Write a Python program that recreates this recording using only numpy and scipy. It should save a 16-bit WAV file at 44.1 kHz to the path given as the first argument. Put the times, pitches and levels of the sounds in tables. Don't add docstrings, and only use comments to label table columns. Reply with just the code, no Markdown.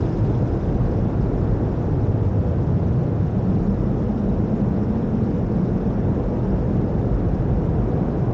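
import sys
import numpy as np
from scipy import signal
from scipy.io import wavfile
from scipy.ndimage import uniform_filter1d

SR = 44100
rng = np.random.default_rng(int(sys.argv[2]) if len(sys.argv) > 2 else 0)


def to_wav(sig):
    pcm = np.clip(np.atleast_2d(sig), -1, 1) * 32767
    pcm = np.round(pcm).astype(np.int16)
    wavfile.write(sys.argv[1], SR, pcm.T)


def invert_db(x):
    u = np.asarray(x, float) / 20
    return 10 ** u


N = 367353

# time in seconds, forward from the rear (0-1),
# toward the side glass (0-1).
CAMERA_PATH = [(0, 0.3, 0.05), (1.6, 0.3, 0.03), (2.3, 0, 0.4), (2.8, 0.04, 0.35), (3.3, 0.2, 0.7),
               (3.9, 0.7, 0.97), (4.5, .85, 1), (5.2, .8, 0.9), (5.7, .95, 0.93), (6.2, 1.01, 0.7),
               (6.8, 0.8, .6), (7.2, 0.5, 0.4), (7.6, 0.4, 0.3), (8.0, 0.7, 0.3), (8.33, 0.6, 0)]


def evened(x):
    return x / np.sqrt(np.mean(x ** 2) + 1e-20)


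def read(points, hz):
    f, value = np.transpose(points)
    return np.interp(np.log(hz + 1), np.log(f + 1), value)


def curves(rows):
    s, *columns = np.transpose(rows)
    return [np.interp(np.arange(N) / SR, s, c) for c in columns]


def drift(top_hz):
    t = np.arange(0, N + 256, 256) / SR
    slow = np.zeros(len(t))
    for f in np.geomspace(top_hz / 20, top_hz, num=24):
        slow += np.sin(2 * np.pi * (f * t + rng.random())) / np.sqrt(f)
    return np.interp(np.arange(N) / SR, t, evened(slow))


def resonate(x, hz, width):
    turn = np.exp(2j * np.pi * np.cumsum(hz * np.ones(N)) / SR)
    r = np.exp(-np.pi * width / SR)
    return 2 * (turn * signal.lfilter([1 - r], [1, -r], x / turn)).real


def ringing(push, hz, width):
    return evened(resonate(resonate(push, hz, width), hz, width))


def turbulence(spectrum, patchy_db, size):
    frames = 4 * N // size + 8
    hz = np.fft.rfftfreq(size, 1 / SR)
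    a, b, patches = rng.standard_normal((frames, len(hz), 3)).T
    patches = uniform_filter1d(patches, size=5, axis=0)
    patches = evened(uniform_filter1d(patches, size=9, axis=1))
    z = (a + 1j * b) * invert_db(read(spectrum, hz)[:, None] + patchy_db * patches)
    air = signal.istft(z, nperseg=size, noverlap=3 * size // 4)[1]
    return evened(air[size:size + N])


def booms():
    # width in Hz, level in dB, width of the tight core in Hz, core level in dB.
    boom_modes = [
        (25, -5, 16, -10),
        (61.4, -2, 41, -14),
        (61.4, -3, 36, -8),
    ]
    # time in seconds, level in dB.
    roof_load = [(0, -24.5), (1.1, -24.5), (1.9, -24.5), (2.8, -37.5), (3.8, -24.5), (4.8, -36),
                 (5.5, -26.5), (6.5, -25.5), (7.6, -20), (8.33, -33.5)]
    forward, side = curves(CAMERA_PATH)
    t = np.arange(N) / SR
    levels_db = (curves(roof_load)[0], -21 - 6 * forward, -30.5 + 9 * side)
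    peaks_hz = (39.6 + 1 * t, 101.8 + 21.2 * forward, 161.3 + 20.2 * side + 12.6 * forward)
    core_wander = 0.06
    out = np.zeros(N)
    for (width, db, core_width, core_db), level_db, hz in zip(boom_modes, levels_db, peaks_hz):
        hz = hz * (1 + .04 * drift(4.5))
        broad = ringing(rng.standard_normal(N), hz, width)
        core_hz = hz * (1.037 + core_wander * drift(1.5))
        core = ringing(rng.standard_normal(N), core_hz, core_width)
        out += invert_db(level_db + db) * (broad + invert_db(core_db) * core)
    return out


def roar():
    # frequency in Hz, level in dB per Hz.
    panels = [(20, -20), (40, -2), (100, 2), (150, -2.5), (250, -3.5), (330, -3.5), (500, -9.5),
              (700, -15.5), (1000, -23), (1500, -29.5), (2100, -39), (3000, -47.5), (4500, -66.5),
              (7000, -84)]
    # frequency in Hz, width in Hz, level in dB, change toward the side glass in dB.
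    panel_rings = [(237.4, 20, -15.5, -5), (438, 90, -18, 3), (480.9, 25, -22.5, 2.5), (588, 38, -28, -0.5),
                   (712, 19, -25, -10), (760.6, 130, -30, 3), (828, 34, -29, -10.5), (955, 27, -31.5, -1)]
    through = turbulence(panels, patchy_db=-0.58, size=2048)
    forward, side = curves(CAMERA_PATH)
    for hz, width, db, side_db in panel_rings:
        push = rng.standard_normal(N) * invert_db(1.0 * drift(1.6))
        through = through + invert_db(db + side_db * side) * ringing(push, hz, width)
    return invert_db(-30.5 + 1.5 * forward - 1.9 * side + 5.5) * through


def hiss():
    # frequency in Hz, level in dB per Hz.
    seals = [(1500, -18.5), (2600, 1), (3100, -2), (3600, .6), (4000, -3), (4600, -5.5), (4900, -4),
             (5250, -2), (5900, -5), (6800, -8.5), (7500, -15.5), (8100, -23), (9000, -38), (10400, -54),
             (14000, -82)]
    # frequency in Hz, width in Hz.
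    leaks = [
        (5060, 350),
        (4460, 930),
        (5400, 600),
    ]
    forward, side = curves(CAMERA_PATH)
    t = np.arange(N) / SR
    rush = invert_db(-1.5 + 0.5 * drift(60)) * turbulence(seals, patchy_db=2.5, size=256)
    whistle, rear, glass = [ringing(rng.standard_normal(N), hz, width) for hz, width in leaks]
    singing = invert_db(-10.5 - 10.0 * t) * whistle
    singing += invert_db(-15 - 9.0 * forward) * rear
    singing += invert_db(-22.5 + 9.0 * side) * glass
    start_db, settle_s = 5.5, 1
    return invert_db(-62 + 0.8 * side + start_db * np.exp(-t / settle_s)) * (rush + singing)


def ticks():
    # start in seconds, peak level in dB.
    finger_clicks = [(1.8944, -63), (1.9214, -68), (1.9929, -57), (2.0464, -60), (2.0877, -59),
                     (2.1040, -65)]
    t = np.arange(300) / SR
    out = np.zeros(N + 300)
    for s, db in finger_clicks:
        start = round(s * SR)
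        out[start:start + len(t)] += invert_db(db - 60 * t / .012) * rng.standard_normal(len(t))
    case = signal.butter(2, [5500, 8800], "band", fs=SR, output="sos")
    return signal.sosfilt(case, out[:N])


def scene():
    return (booms() + roar() + hiss() + ticks())[None]


def roll_off(x):
    return signal.sosfilt(signal.butter(12, 15760, fs=SR, output="sos"), x)


def record(dry):
    x = signal.sosfilt(signal.butter(4, 32, "high", fs=SR, output="sos"), dry)
    x = x * np.minimum(.1 + np.arange(N) / 300, 1)
    power_db = 10 * np.log10(abs(uniform_filter1d(x ** 2, size=500, axis=1)) + 1e-12)
    over_db = np.maximum(power_db + 18, 0)
    x = x * invert_db(1.1 - 0.58 * uniform_filter1d(over_db, size=400, axis=1))
    x = signal.sosfilt(signal.cheby2(14, 40, 9500, fs=SR, output="sos"), x)
    sampling_hz = 16000
    bass = signal.lfilter([.06], [1, -.955], x)
    mirror = np.cos(2 * np.pi * sampling_hz * np.arange(N) / SR)
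    image = invert_db(-64 + 5 * drift(40)) * bass * mirror
    return roll_off(x + image)


dry = scene()
out = record(dry)
to_wav(out)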